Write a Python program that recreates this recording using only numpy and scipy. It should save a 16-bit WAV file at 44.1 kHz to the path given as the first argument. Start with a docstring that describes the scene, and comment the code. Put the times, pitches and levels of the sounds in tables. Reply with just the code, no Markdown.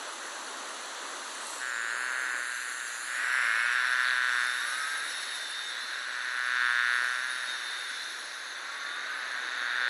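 """A fine hiss over soft wind: thousands of honeybee legs and wings on a fallen comb outdoors.
As the microphone comes down, interference with the ground's reflection shifts the hiss's colour.
One bee buzzes close by on four visits, each wing beat a pulse that excites a brief resonance.
Behind it a crowd merges into a drone, while others glide past on rising tones or whine thinly."""
import sys
import numpy as np
from scipy import signal
from scipy.fft import rfft, irfft, next_fast_len
from scipy.io import wavfile
from scipy.ndimage import uniform_filter1d, map_coordinates

SR = 44100
rng = np.random.default_rng(int(sys.argv[2]) if len(sys.argv) > 2 else 0)


def materialize(psi):
    """Save the field psi as 16-bit PCM at rate SR to the path in sys.argv[1].

    A 1-D psi becomes a single channel; in a 2-D psi each row is a channel.
    """
    bounded = np.clip(np.atleast_2d(psi).T, -1, 1)
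    quanta = np.round(bounded * 32767).astype(np.int16)
    wavfile.write(sys.argv[1], SR, quanta)


N = 436149

# the nearest bee's visits: start_s, hover_from_s, hover_until_s, level_db, flight_loss_db_per_s
VISITS = [(1.595, 1.76, 2.33, -33.7, -2), (3.061, 3.38, 4.4, -28.8, 11), (5.7, 6.63, 6.94, -27.2, 6),
          (8.999, 9.85, 9.89, -29.5, 4)]
ENTRY_S = 0.02  # onset time of the buzz and the drone
# the whining bee's repeated rounds: start_s, level_db
ROUNDS = [(4.3, -42), (6.48, -43), (8.68, -44)]


def amp(db):
    """Amplitude ratio: tenfold for every 20 decibels."""
    return 10 ** (np.asarray(db) / 20)


def unit(x):
    """Normalisation to rms 1."""
    return x / np.sqrt(np.mean(x ** 2) + 1e-20)


def curves(rows):
    """Linear interpolation: one value per sample for each column after the time."""
    s, *columns = np.transpose(rows)
    return [np.interp(np.arange(N) / SR, s, column) for column in columns]


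def wobble(rate):
    """Smooth random modulation: a spline through rate Gaussian knots a second."""
    knots = rng.standard_normal(int(N * rate / SR) + 4)
    coarse = np.arange(0, N, 32)
    return np.interp(np.arange(N), coarse, map_coordinates(knots, [coarse * rate / SR]))


def colour(x, points):
    """Minimum-phase filtering: x rings through a response of (frequency_hz, gain_db) points; rms 1."""
    size = 8192
    hz, db = np.transpose(points)
    gain_db = np.interp(np.log(np.fft.rfftfreq(size, 1 / SR) + 1), np.log(hz), db)
    cepstrum = irfft(np.log(amp(gain_db)))
    cepstrum[1:size // 2] *= 2  # folding makes the filter causal
    cepstrum[size // 2 + 1:] = 0
    response = irfft(np.exp(rfft(cepstrum)))
    return unit(signal.fftconvolve(x, response)[:N])


def rush(spectrum, patchy_db, speckle_db):
    """Modulated noise of rms 1: its gain varies in slow, wide patches and short, narrow speckles."""
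    z = signal.stft(rng.standard_normal(N), nperseg=512)[2]
    slow, fast = rng.standard_normal((2, *z.shape))
    patches = uniform_filter1d(uniform_filter1d(slow, size=8, axis=0), size=12, axis=1)
    speckles = uniform_filter1d(uniform_filter1d(fast, size=2, axis=0), size=7, axis=1)
    gain_db = patchy_db * unit(patches) + speckle_db * unit(speckles)
    return colour(signal.istft(z * amp(gain_db), nperseg=512)[1][:N], spectrum)


def beats(beat_hz, scatter_db, jitter_s):
    """A quasi-periodic pulse train: one pulse per wing beat, a little uneven in size and time."""
    turns = np.cumsum(beat_hz) / SR + rng.random()
    at = np.interp(np.arange(1, int(turns[-1])), turns, np.arange(N))
    chance = rng.standard_normal((len(at), 2))
    at = at + jitter_s * SR * chance[:, 0]
    taps = np.floor(at)[:, None] + np.arange(-7, 9)
    offset = taps - at[:, None]
    pulses = np.sinc(offset) * np.sinc(offset / 8) * amp(scatter_db * chance[:, 1:])
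    return np.bincount(np.clip(taps, 0, N - 1).astype(int).ravel(), pulses.ravel(), N)


def partials(beat_hz, levels, flutter_db, order):
    """A harmonic series of rms 1, from this order upward, each partial fluttering in level."""
    phase = 2 * np.pi * np.cumsum(beat_hz) / SR
    return unit(sum(amp(db + flutter_db * wobble(18)) * np.sin((order + k) * phase)
                    for k, db in enumerate(levels)))


def air():
    """Broadband noise of soft wind and the far swarm, with a faint rumble near the ground."""
    # levels of wind and rumble: time_s, level_db
    wind_level = [(0, -41.5), (1.55, -41.5), (1.7, -45.5), (2.38, -44.5), (2.48, -51), (3.5, -49),
                  (5.5, -49), (8.3, -50), (9.89, -45.5)]
    rumble_level = [(1.55, -102), (1.65, -81.5)]
    # their spectra: frequency_hz, gain_db
    wind_spectrum = [(25, -42), (120, -43), (180, -24.5), (240, -7), (330, -3), (440, -3.5), (550, 1),
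                     (720, -1.5), (1050, 4), (1550, 3), (2000, -1.5), (2500, -17), (4000, -50)]
    rumble_spectrum = [(25, -11), (55, -7), (70, -4), (87, 6.5), (110, 1), (150, -3), (260, -21)]
    wind_db, = curves(wind_level)
    rumble_db, = curves(rumble_level)
    wind = amp(wind_db + 0.23 * wobble(4.9)) * rush(wind_spectrum, patchy_db=0.5, speckle_db=1)
    return wind + amp(rumble_db) * rush(rumble_spectrum, patchy_db=0, speckle_db=0.5)


def hiss(stage):
    """Countless legs and wings add up to noise; equal-power crossfades shift its colour with height."""
    # spectra from high above the comb down to closest: frequency_hz, gain_db
    high = [(1500, -33), (2400, -5.5), (3000, -3.5), (4300, -2), (5150, -13), (5800, -5.5), (6400, 2.5),
            (7200, -5.5), (8000, -6.5), (8900, -14), (10000, -42)]
    halfway = [(1500, -27), (2700, 3), (3250, -6), (3700, -1), (4300, 3), (5000, -6.5), (6200, 1),
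               (7200, 0), (8700, -5), (9300, -3.5), (10000, -28)]
    close = [(1500, -26), (2800, 3.5), (3300, -4.5), (4400, -3), (5000, -2.5), (5450, 5), (6200, 0.5),
             (7000, -3.5), (7900, -1), (8500, -9.5), (9100, -8), (10000, -31)]
    closest = [(1500, -27.5), (2600, 0), (3200, -3), (4400, -0.5), (5300, -1.5), (6200, 3.5), (7000, -1.5),
               (7900, -4), (8500, -15), (9100, -11), (10000, -31)]
    noises = [rush(high, patchy_db=0.5, speckle_db=-0.5)]
    noises += [rush(near, patchy_db=0.5, speckle_db=3) for near in (halfway, close, closest)]
    return sum(np.cos(np.pi / 2 * np.clip(stage - step, -1, 1)) * noise
               for step, noise in enumerate(noises))


def wing_rasp():
    """Band-limited wing noise, swelling twice on each round of the whining bee."""
    # the rasp's band: frequency_hz, gain_db
    spectrum = [(2900, -47.5), (3300, -11.5), (3550, 2), (3750, 1), (4000, 0.5), (4350, -2), (4650, -8),
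                (5100, -45)]
    # its swells within a round: offset_s, width_s, rise_db
    swells = [(.27, 0.34, 1.5), (1.25, 0.49, 2)]
    t = np.arange(N) / SR
    rise_db = sum(db * np.exp(-((t - start - s) / width) ** 2)
                  for start, _ in ROUNDS for s, width, db in swells)
    return amp(rise_db) * rush(spectrum, patchy_db=-0.6, speckle_db=0)


def leg_ticks(per_s=500, scatter_db=4.5):
    """Shot noise: legs catch on the wax at random instants and make a fine crackle."""
    # ring of one tick: frequency_hz, gain_db
    spectrum = [(4500, -28), (5600, -8), (7800, -1), (8600, -15), (10000, 1), (12000, -16)]
    sizes = amp(scatter_db * rng.standard_normal(N)) * rng.choice([-1, 1], N)
    return colour(sizes * (rng.random(N) < per_s / SR), spectrum)


def ground_reflection(x):
    """Interference with the ground's reflection: a notch and a ridge slide as the microphone moves."""
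    # cancellation: time_s, centre_hz, depth_db
    notch_path = [(1.55, 6550, 7), (1.68, 6150, 10), (2.0, 5860, 16), (2.2, 5620, 13), (3.02, 5450, 9),
                  (3.15, 6010, 11), (3.3, 6500, 13), (3.7, 6440, 5), (4.3, 7200, 1), (4.6, 7360, 3.5),
                  (8.5, 7350, 7)]
    # reinforcement above it: time_s, centre_hz, height_db
    ridge_path = [(1.3, 8650, -4), (1.45, 8500, 9), (1.58, 8000, 6), (1.72, 7200, 7), (2.2, 7300, 3.5),
                  (3.0, 7260, 5), (3.3, 7540, 3.5), (3.65, 7640, 1), (4.5, 7863, 2), (8.5, 7900, -1.5)]
    hz, t, z = signal.stft(x, SR, nperseg=512)

    def follow(rows):
        s, *columns = np.transpose(rows)
        return [np.interp(t, s, column) for column in columns]

    def bell(centre_hz, width_hz):
        return np.exp(-((hz[:, None] - centre_hz) / width_hz) ** 2)

    notch_hz, depth_db = follow(notch_path)
    ridge_hz, height_db = follow(ridge_path)
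    ridge = bell(ridge_hz, width_hz=470)
    trough = 1.1 * bell(ridge_hz + 680, width_hz=270)
    gain_db = height_db * (ridge - trough) - depth_db * bell(notch_hz, width_hz=340)
    return signal.istft(z * amp(gain_db), SR, nperseg=512)[1][:N]


def rustle():
    """Incoherent sum of hiss, rasp, fizz and ticks; the balance shifts as the microphone comes down."""
    # the microphone's path: time_s, stage (0 high to 3 closest)
    descent = [(1.3, 0.12), (1.7, 0.61), (3.05, 1.1), (3.3, 1.46), (3.9, 2.2), (5.42, 1.97), (5.55, 2.3),
               (8.25, 2.53), (8.55, 2.94)]
    # balance at each stage: hiss_db, rasp_db
    stage_levels = [(-42, -57.5), (-46, -54), (-47, -45), (-48.5, -47)]
    # level of the treble: time_s, level_db
    treble_level = [(0.04, -54.5), (1.34, -52.5), (1.54, -47), (1.68, -52), (2.25, -51), (2.6, -47.5),
                    (2.95, -47), (3.2, -48), (4.24, -51.5), (4.59, -45.5), (5.38, -48), (5.54, -51.5),
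                    (6.1, -55.5), (6.85, -54.5), (6.99, -50.5), (8.1, -52), (8.5, -56.5), (8.94, -59),
                    (9.54, -57), (9.84, -58.5)]
    # the topmost band: frequency_hz, gain_db
    fizz_spectrum = [(8300, -44), (9100, -12.5), (9600, -1.5), (9950, 2), (10500, -2), (11200, -9.5),
                     (11900, -17.5), (12500, -27)]
    stage, = curves(descent)
    hiss_db, rasp_db = (np.interp(stage, range(4), levels) for levels in np.transpose(stage_levels))
    treble_db, = curves(treble_level)
    swing_db = treble_db - treble_db.mean()  # hiss and rasp each take a share of this
    body = amp(hiss_db + 0.38 * swing_db) * hiss(stage)
    rasp = amp(rasp_db + 0.085 * swing_db) * wing_rasp()
    fizz = amp(-0.15 + 0.37 * wobble(21)) * rush(fizz_spectrum, patchy_db=0.5, speckle_db=4)
    treble = amp(treble_db) * (fizz + amp(-8.5) * leg_ticks())
    return ground_reflection(body + rasp + treble)


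def crowd(count=10):
    """Superposition: bees at wandering pitches and distances blur into a drone from the first visit on."""
    # the drone's colour: frequency_hz, gain_db
    spectrum = [(200, -65), (600, -21), (900, -19), (1200, -10.5), (1550, -1), (1850, -2), (2200, -9.5),
                (2700, -16.5), (3300, -19.5), (5000, -54.5)]
    # its level: time_s, level_db
    level = [(1.6, -53), (2.2, -41.5), (2.6, -42), (3.04, -43.5), (3.2, -34), (3.6, -36), (4.1, -36),
             (4.9, -40.5), (5.55, -41.5), (6.5, -39), (7.6, -40), (8.3, -44.5), (9.1, -38.5), (9.89, -39.5)]
    pulses = np.zeros(N)
    for _ in range(count):
        beat_hz = rng.uniform(125, 240) * (1 + 0.02 * wobble(3))
        pulses += beats(beat_hz, scatter_db=1.7, jitter_s=2e-5) * amp(2.1 * wobble(2.015))
    drone = unit(colour(pulses, spectrum) + 0.5 * rush(spectrum, patchy_db=1.5, speckle_db=3.5))
    level_db, = curves(level)
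    onset = np.clip((np.arange(N) / SR - VISITS[0][0]) / ENTRY_S, 0, 1)
    return onset * amp(level_db) * drone


def gliders():
    """Harmonics rise with the wing beat: single bees speed up as they swell and fade."""
    # passing bees: level_db, ring_hz, path of (time_s, beat_hz)
    glides = [(-43.5, 1850, [(2.03, 151.5), (2.4, 186)]), (-38, 2100, [(3.1, 162.8), (3.42, 191.5),
              (3.8, 210)]), (-44, 2400, [(3.15, 150), (3.45, 167.7), (3.85, 196.4)]),
              (-36.5, 1560, [(4.56, 122.6), (4.68, 133.5), (4.78, 141.9), (4.97, 144.8), (5.11, 156.4)]),
              (-46.5, 1830, [(5.0, 152.2), (5.2, 168), (5.5, 171.5)]), (-51.5, 2030, [(7.6, 157.3),
              (8.0, 183)]), (-43, 1490, [(8.58, 136.6), (8.85, 141.5), (8.98, 146), (9.09, 153.1),
              (9.36, 163)])]
    # harmonics, upward from two below the one nearest the ring: level_db
    harmonics = [-2.5, -19, 1, -6, -8.5, -15, -11.5]
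    t, out = np.arange(N) / SR, np.zeros(N)
    for db, ring_hz, path in glides:
        times, path_hz = np.transpose(path)
        waver = 1 + 0.004 * wobble(22) + 0.011 * wobble(150)
        beat_hz = np.interp(t, times, path_hz) * waver
        tone = partials(beat_hz, harmonics, flutter_db=1.5, order=round(ring_hz / path_hz.mean()) - 2)
        progress = np.clip((t - times[0]) / (times[-1] - times[0]), 0, 1)
        swell = np.sqrt(np.abs(np.sin(np.pi * progress)))
        out += amp(db) * swell * tone
    return out


def whine(path, harmonics, order):
    """Frequency modulation: a wing tone repeats its path on every round, wavering anew each time."""
    t = np.arange(N) / SR
    beat_hz, level_db = curves([(start + s, hz, db + level)
                                for start, db in ROUNDS for s, hz, level in path])
    sounding = sum((t > start + path[0][0]) * (t < start + path[-1][0]) for start, _ in ROUNDS)
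    waver = 1 + 0.003 * wobble(20) + 0.006 * wobble(130)
    return sounding * amp(level_db) * partials(beat_hz * waver, harmonics, flutter_db=2, order=order)


def whines():
    """Missing fundamentals: two thin notes carry only upper harmonics; one sags, one darts upward."""
    # each note within a round: offset_s, beat_hz, relative_db
    sag = [(0, 296, -16), (.23, 303, -2), (.31, 310, -4), (.42, 318, -11), (.68, 311, -11),
           (.83, 311.5, -4), (1.02, 311, -3), (1.11, 303.3, -1), (1.18, 301.2, -1), (1.35, 306.7, -1.5),
           (1.47, 301, -5), (1.56, 298, -22)]
    dart = [(1.38, 262, -14), (1.47, 259.5, -6), (1.54, 272, -2.5), (1.6, 280, -5), (1.72, 296, -14)]
    # their harmonics, in rising order: level_db
    sag_harmonics = [-9.5, -22, 4, -13, -14, -15.5]
    dart_harmonics = [1, -16, 0.5, -14]
    return whine(sag, sag_harmonics, order=10) + whine(dart, dart_harmonics, order=13)


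def visit_gain(doubling_s=0.35):
    """Spherical spreading: amplitude goes as 1 / distance, with a further dB slope in flight."""
    t, gain = np.arange(N) / SR, np.zeros(N)
    for start, arrive, leave, db, loss_db_per_s in VISITS:
        away_s = np.abs(t - np.clip(t, arrive, leave))
        distance = 1 + away_s / doubling_s  # 1 while hovering
        onset = np.clip((t - start) / ENTRY_S, 0, 1)
        gain = np.maximum(gain, onset * amp(db - loss_db_per_s * away_s) / distance)
    return gain


def wing_scrape(pulses):
    """Amplitude-modulated noise: the wings scrape once a beat, for a moment much harder."""
    # the scrape's colour: frequency_hz, gain_db
    spectrum = [(200, -72), (1500, -30), (2200, -7), (3000, -17), (3600, 0), (4400, -5.5), (5300, -26),
                (9000, -50)]
    # its level against the buzz: time_s, relative_db
    level = [(4.02, -26), (4.06, -15), (4.11, -9), (4.135, -33)]
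    level_db, = curves(level)
    stroke = np.abs(uniform_filter1d(pulses, size=40))
    return amp(level_db) * colour(stroke * rng.standard_normal(N), spectrum)


def neighbour(beat_hz, stray=0.025):
    """Beating: a second bee, almost in step with the nearest, wavers beneath its buzz."""
    # its lower ring: frequency_hz, gain_db
    spectrum = [(300, -72), (750, -33), (1020, -0.5), (1180, -2), (1400, -1.5), (1900, -36), (4000, -63)]
    pulses = beats(beat_hz * (1 + stray * wobble(12)), scatter_db=1.5, jitter_s=5e-5)
    return colour(pulses, spectrum)


def near_bee():
    """Source and filter: each wing beat of the nearest bee excites a brief resonance near 1.6 kHz."""
    # wing beat, one curve a visit: time_s, beat_hz
    beat_paths = [
        [(1.6, 126.4), (1.68, 126.4), (1.75, 117), (1.88, 114), (1.96, 122), (2.1, 127.5), (2.23, 129),
         (2.31, 123.7), (2.44, 121.6), (2.6, 123.5), (2.77, 124.5), (2.87, 119.5), (2.99, 118.4)],
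        [(3.08, 124.4), (3.18, 123.5), (3.29, 126), (3.37, 132), (3.45, 116), (3.55, 112), (3.63, 119),
         (3.85, 126.4), (3.93, 124.8), (4.09, 126), (4.24, 124.7), (4.38, 121.6), (4.52, 124), (4.64, 123.2),
         (4.75, 125), (4.93, 124), (5.0, 120.3)],
        [(5.75, 118), (5.95, 126.7), (6.1, 123.2), (6.28, 124.8), (6.4, 123.8), (6.52, 124.2), (6.62, 122.8),
         (6.74, 120.6), (6.87, 121.7), (7.0, 122), (7.1, 123.8), (7.27, 129), (7.6, 122), (7.92, 126)],
        [(9.1, 127), (9.22, 124.3), (9.46, 124.6), (9.66, 120.8), (9.78, 123.2), (9.88, 122)],
    ]
    # ring of one beat, and its bright upper edge: frequency_hz, gain_db
    ring_spectrum = [(200, -69), (550, -42), (850, -32.5), (1100, -13.5), (1230, -10.5), (1350, -2.5),
                     (1480, 3), (1620, 3), (1830, .5), (2030, -8.5), (2500, -16), (3000, -18.5),
                     (3400, -25.5), (5200, -51)]
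    edge_spectrum = [(1200, -87), (2700, -36), (3200, -16), (3420, 0.5), (3720, 0), (3950, -9.5),
                     (4500, -9.5), (5200, -30), (9000, -51)]
    # the edge carries only from close by: time_s, relative_db
    edge_level = [(3.3, -27), (3.9, -15), (4.5, -14.5), (6.8, -16.5), (9.8, -12.5)]
    beat_hz, = curves(np.concatenate(beat_paths))
    pulses = beats(beat_hz * (1 + 0.0012 * wobble(25)), scatter_db=0.5, jitter_s=9e-6)
    # an all-pass delays the sound around the ring, so the highest part arrives first
    dispersed = 2 * signal.lfilter(*signal.iirpeak(1450, 1.3, SR), pulses) - pulses
    ring = colour(dispersed, ring_spectrum)
    edge_db, = curves(edge_level)
    edge = amp(edge_db) * colour(pulses, edge_spectrum)
    return visit_gain() * (ring + edge + wing_scrape(pulses) + amp(-20) * neighbour(beat_hz))


def scene():
    """Superposition of all the bees and the open air, in one channel."""
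    return (near_bee() + crowd() + gliders() + whines() + rustle() + air())[None]


def record(dry):
    """Band limiting: an ideal low-pass filter keeps nothing above 12.5 kHz."""
    size = next_fast_len(N + SR // 2)
    passband = np.fft.rfftfreq(size, 1 / SR) < 12500
    return irfft(rfft(dry, size) * passband, size)[:, :N]


dry = scene()
out = record(dry)
materialize(out)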